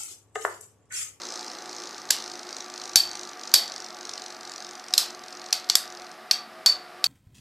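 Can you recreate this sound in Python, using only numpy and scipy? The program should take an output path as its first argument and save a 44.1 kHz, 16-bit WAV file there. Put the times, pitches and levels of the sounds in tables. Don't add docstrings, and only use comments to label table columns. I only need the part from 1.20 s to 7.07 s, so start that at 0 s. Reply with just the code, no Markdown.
import sys
import numpy as np
from scipy import signal
from scipy.fft import irfft, next_fast_len
from scipy.io import wavfile

SR = 44100
rng = np.random.default_rng(int(sys.argv[2]) if len(sys.argv) > 2 else 0)


def wrap_up_sound(samples):
    columns = np.atleast_2d(samples).T
    tamed = np.clip(columns, -1, 1)
    steps = np.round(tamed * 32767).astype(np.int16)
    wavfile.write(sys.argv[1], SR, steps)


N = 258867
TIME = np.arange(N) / SR

# (frequency [Hz], relative level [dB])
AIR_SPECTRUM = [(25, -38.5), (55, -35), (85, -20), (130, -14.5), (230, -2), (500, 0.5), (2000, -4.5),
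                (3200, -6.5), (5000, -6), (6500, -16), (9000, -17), (14500, -23)]
# (frequency [Hz], width [Hz], level at the start [dB], drift [dB/s])
HUM_LINES = [(121, 1.6, -76.5, 0), (173, 5.5, -73.5, 0), (224, 12.3, -65.5, 0), (357.6, 2.5, -53, -0.79),
             (647.6, 6.7, -61.5, .5), (722, 7.8, -62.5, 1), (736.4, 5.4, -55, 0.58),
             (830, 9.2, -55.5, -1.5), (1166, 16.4, -57.5, 0)]
# (frequency [Hz], time to decay by 60 dB [s])
ROOM_DECAY = [(300, 1), (1500, 0.42), (4500, 0.26), (8000, 0.2), (11500, 0.19), (14000, 0.19)]

# (frequency [Hz], relative level [dB])
RUMBLE_SPECTRUM = [(50, -49.5), (100, -34), (220, -4), (320, 7), (450, 3), (570, 2), (700, -27), (860, 7),
                   (1000, 0), (1600, -26.5)]
GRIND_SPECTRUM = [(50, -51.5), (150, -38.5), (230, -4), (520, -6), (650, 2.5), (880, 2), (990, -5),
                  (1180, 7.5), (1500, 3.5), (1950, 0), (2700, -7.5), (4000, -38)]
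SCRAPE_SPECTRUM = [(80, -50), (1000, -13.5), (2800, -14.5), (3600, -6.5), (4100, 2), (4550, -1),
                   (5050, 3.5), (5600, 0), (6250, 1), (7100, -7), (8600, -12), (10500, -25.5), (14500, -57)]
# (level at the start in full lean [dB], fade [dB/s], dip between swells [dB])
RUMBLE_LEVEL = (-48.5, 2.5, 1.6)
GRIND_LEVEL = (-47, 0.26, 1.3)
HISS_LEVEL = (-45, 5.6, 5.8)

FIRST_SWAY_S, SWAY_HZ, DRAG_HZ_PER_S = 0.0189, 28.6185, 1.273
SECOND_TOUCH = 0.46
# (time [s], sway rate lost [Hz])
BRAKING_BLOWS = [(0.903, 0.887), (1.758, 0.183), (4.553, 0.48)]
# (start [s], relative level of first scrape [dB], relative level of second scrape [dB])
LEAN_SWELLS = [(-0.15, -33, -35.5), (0.45, -37.5, -36), (0.86, -35, -35), (1.251, -31, -39),
               (1.5, -36, -34), (1.8, -32.5, -36.5), (2.17, -32.5, -40), (2.4, -31.5, -36.5),
               (2.749, -31.5, -39), (3.19, -34.5, -36.5), (3.62, -39.5, -36.5), (3.99, -40.5, -38.5),
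               (4.56, -40, -40)]
UPRIGHT_S = 4.958
SWELL_SKEW, SWELL_FLATNESS = 0.77, 0.87
FIRST_DIP_DB, SECOND_DIP_DB = 16, 4

# (time [s], relative force [dB], contact time [s], pitch of the struck spot [Hz],
# treble [dB], body knock [Hz], relative knock level [dB], relative ring level [dB], relative room level [dB])
RIM_BLOWS = [ (0.904, -14.5, 0.0014, 4310, -8, 1660, -10, -16, -6),
             (0.9064, -6, 0.0011, 7200, 1, 1700, -23, -18, -0.5),
             (1.7577, 2, 0.0006, 6120, 1, 1800, -17, 1, -1),
             (2.3392, -1.5, 0.003, 4712, 1.5, 1560, -21.5, -3.5, 0),
             (3.7373, -10.5, 0.0018, 3920, -4.5, 1260, -34, -18, -5.5),
             (3.7784, -7, 0.0023, 4100, 1.5, 2290, -28, -29, 1.5),
             (4.3265, -12, 0.0035, 6010, -3.5, 2580, -15.5, -6.5, -3),
             (4.4900, -31, 0.0016, 4200, 0, 2100, -20, -11.5, 2),
             (4.4986, -5, 0.00059, 4500, -7.5, 2170, -28, -11, -5),
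             (4.5536, -0.5, 0.00063, 5303, 2.5, 3435, -7.5, -17.5, -4.5),
             (5.111, -6.5, 0.00097, 5540, -6.5, 2500, -13, -3.5, -3),
             (5.4608, -6, 0.0014, 4950, -7, 1790, -27, 5.5, 0.5),
             (5.8412, -9, 0.0017, 3860, -3.5, 2520, -13.5, 0.5, -5)]
# (frequency [Hz], relative level [dB])
CLACK_SPECTRUM = [(200, -41), (700, -17.5), (1500, -14), (2700, -13), (3700, -4), (5000, 2), (6500, -6.5),
                  (7400, -3.5), (9000, -9), (10300, -12.5), (11800, -7), (14500, -25)]
# (frequency [Hz], relative level [dB], time to decay by 60 dB [s])
WHEEL_MODES = [(4510, 1.5, 0.2), (4546, 2.5, 0.22), (4600, -7, 0.1), (5090, -13.5, 0.13), (5860, -22, 0.14),
               (9050, -29, .14), (10500, -25, .1), (11520, -17, 0.11), (11700, -12.5, .2),
               (13400, -23.5, .1)]

EDGE_HZ = 14900


def amp(db):
    return 10 ** (np.asarray(db) / 20)


def unit(x):
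    return x / np.sqrt(np.mean(x ** 2) + 1e-20)


def read(points, hz):
    f, value = np.transpose(points)
    return np.interp(np.log(hz + 1), np.log(f), value)


def add(mix, s, sound):
    part = mix[max(0, round(s * SR)):][:len(sound)]
    part += sound[:len(part)]


def noise(db_at, size=N):
    length = next_fast_len(size, True)
    hz = np.fft.rfftfreq(length, 1 / SR)
    phases = np.exp(2j * np.pi * rng.random(len(hz)))
    wave = irfft(amp(db_at(hz)) * phases, length)
    return unit(wave[:size])


def coloured(points, size=N):
    return noise(lambda hz: read(points, hz), size)


def waver(rate_hz, size=N):
    return noise(lambda hz: -10 * np.log10(1 + (hz / rate_hz) ** 4), size)


def room(x, build_s=0.0026, echo_s=0.017, echo=0.096):
    hz, t, z = signal.stft(rng.standard_normal(SR // 2), SR, nperseg=256)
    decay_db = -60 * t / read(ROOM_DECAY, hz)[:, None]
    tail = signal.istft(z * amp(decay_db), SR)[1]
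    tail *= 1 - np.exp(-np.arange(len(tail)) / SR / build_s)
    tail /= np.linalg.norm(tail)
    tail[round(echo_s * SR)] += echo
    return signal.fftconvolve(x, tail)


def background(air_db=-51, flutter_db=3.5):
    out = amp(air_db) * coloured(AIR_SPECTRUM)
    for hz, width_hz, db, drift_db in HUM_LINES:
        turns = np.cumsum(hz + width_hz / 2 * waver(width_hz)) / SR
        line = unit(amp(flutter_db * waver(6.6)) * np.sin(2 * np.pi * turns))
        out += amp(db + drift_db * TIME) * line
    return out


def lean(s):
    edges = [row[0] for row in LEAN_SWELLS] + [UPRIGHT_S]
    place = np.interp(s, edges, np.arange(len(edges)))
    arch = np.abs(np.sin(np.pi * (place % 1) ** SWELL_SKEW)) ** SWELL_FLATNESS
    return np.minimum(place.astype(int), len(LEAN_SWELLS) - 1), arch


def tips(hiss_grain_db=2):
    arch = lean(TIME)[1]

    def level_db(start_db, fade_db, dip_db):
        return start_db - fade_db * TIME - dip_db * (1 - arch)

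    rumble = amp(level_db(*RUMBLE_LEVEL)) * coloured(RUMBLE_SPECTRUM)
    grind = amp(level_db(*GRIND_LEVEL)) * coloured(GRIND_SPECTRUM)
    hiss_db = level_db(*HISS_LEVEL) + hiss_grain_db * waver(130)
    hiss = amp(hiss_db) * coloured(SCRAPE_SPECTRUM)
    return rumble + grind + hiss


def sway_count():
    lost_to_blows_hz = sum(lost_hz * (TIME > s) for s, lost_hz in BRAKING_BLOWS)
    rate_hz = SWAY_HZ - DRAG_HZ_PER_S * TIME - lost_to_blows_hz
    sways = np.cumsum(rate_hz) / SR
    return sways - np.interp(FIRST_SWAY_S, TIME, sways)


def rocking(level_db=-1, length_s=0.006, chatter_db=3, uneven_db=0.05, room_db=-8):
    sways = sway_count()
    _, first_db, second_db = np.transpose(LEAN_SWELLS)
    friction = amp(chatter_db * waver(530)) * coloured(SCRAPE_SPECTRUM)
    dry = np.zeros(N)
    touches = ((0, first_db, FIRST_DIP_DB), (SECOND_TOUCH, second_db, SECOND_DIP_DB))
    for share, top_db, dip_db in touches:
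        times = np.interp(np.arange(int(sways[-1])) + share, sways, TIME)
        chance = rng.standard_normal((len(times), 2))
        for at, swell, arch, (level_chance, length_chance) in zip(times, *lean(times), chance):
            if at < UPRIGHT_S:
                length = length_s * np.exp(0.21 * length_chance)
                touch = signal.windows.tukey(round(length * SR), 0.8)
                scrape = unit(touch * friction[round(at * SR):][:len(touch)])
                scrape_db = level_db + top_db[swell] - dip_db * (1 - arch) + uneven_db * level_chance
                add(dry, at - length / 2, amp(scrape_db) * scrape)
    return dry + amp(room_db) * room(dry)[:N]


def treble_share(hz):
    return np.clip((hz - 5000) / 5000, 0, 1)


def clack(t, contact_s, treble_db, tones, rise_s=0.00045, fade_s=0.0021):
    blow = noise(lambda hz: read(CLACK_SPECTRUM, hz) + treble_db * treble_share(hz), len(t))
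    for hz, db in tones:
        blow = blow + amp(db) * np.sqrt(2) * np.sin(2 * np.pi * (hz * t + rng.random()))
    fade = np.exp(-np.maximum(t - contact_s, 0) / fade_s)
    envelope = (1 - np.exp(-t / rise_s)) * fade
    return unit(blow * envelope) * np.sqrt(np.mean(envelope ** 2))


def ring(t, treble_db, spread_db=1, rise_s=0.0022, flutter_db=4.5, flutter_hz=110):
    chance = rng.standard_normal((len(WHEEL_MODES), 2))
    modes = np.zeros(len(t))
    for (hz, db, t60), (level_chance, phase) in zip(WHEEL_MODES, chance):
        gain = amp(db + treble_db * treble_share(hz) + spread_db * level_chance)
        decay = np.exp(-np.log(1000) * t / t60)
        modes += gain * decay * np.sin(2 * np.pi * (hz * t + phase))
    flutter = unit(amp(flutter_db * waver(flutter_hz, len(t))))
    return modes * (1 - np.exp(-t / rise_s)) * flutter


def clashes(spot_db=-3, ring_db=-15, clack_room_db=-5, ring_room_db=-8, count=3):
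    out = np.zeros(N)
    t = np.arange(SR // 3) / SR
    short = t[:SR // 20]
    for (s, force_db, contact_s, spot_hz, treble_db,
         knock_hz, knock_db, metal_db, wet_db) in RIM_BLOWS:
        tones = [(spot_hz, spot_db), (knock_hz, knock_db)]
        add(out, s, amp(force_db) * clack(short, contact_s, treble_db, tones))
        answers = [room(clack(short, contact_s, treble_db, [])) for _ in range(count)]
        walls = sum(answers) / np.sqrt(count)
        add(out, s, amp(force_db + wet_db + clack_room_db) * walls)
        metal = amp(force_db + ring_db + metal_db) * ring(t, treble_db)
        add(out, s, metal)
        add(out, s, amp(ring_room_db) * room(metal))
    return out


def scene():
    return np.tile(clashes() + rocking() + tips() + background(), (2, 1))


def record(dry, threshold_db=-15, squeeze=0.16, attack_s=0.0066, recover_db=130, ceiling=0.74, lowest=0.83):
    power = signal.lfilter(np.ones(64) / 64, 1, dry[0] ** 2)
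    power_db = 10 * np.log10(power + 1e-12)
    fall = TIME * recover_db
    tracked_db = np.maximum.accumulate(power_db + fall) - fall
    over_db = np.maximum(tracked_db - threshold_db, 0)
    r = np.exp(-1 / (attack_s * SR))
    smooth_over_db = signal.lfilter([1 - r], [1, -r], over_db)
    ducked = dry * amp(-squeeze * smooth_over_db)
    clipped = np.clip(ducked, -lowest, ceiling)
    low_pass = signal.firwin(255, EDGE_HZ, window=("kaiser", 8), fs=SR)
    return signal.oaconvolve(clipped, low_pass[None], "same")


dry = scene()
out = record(dry)
wrap_up_sound(out)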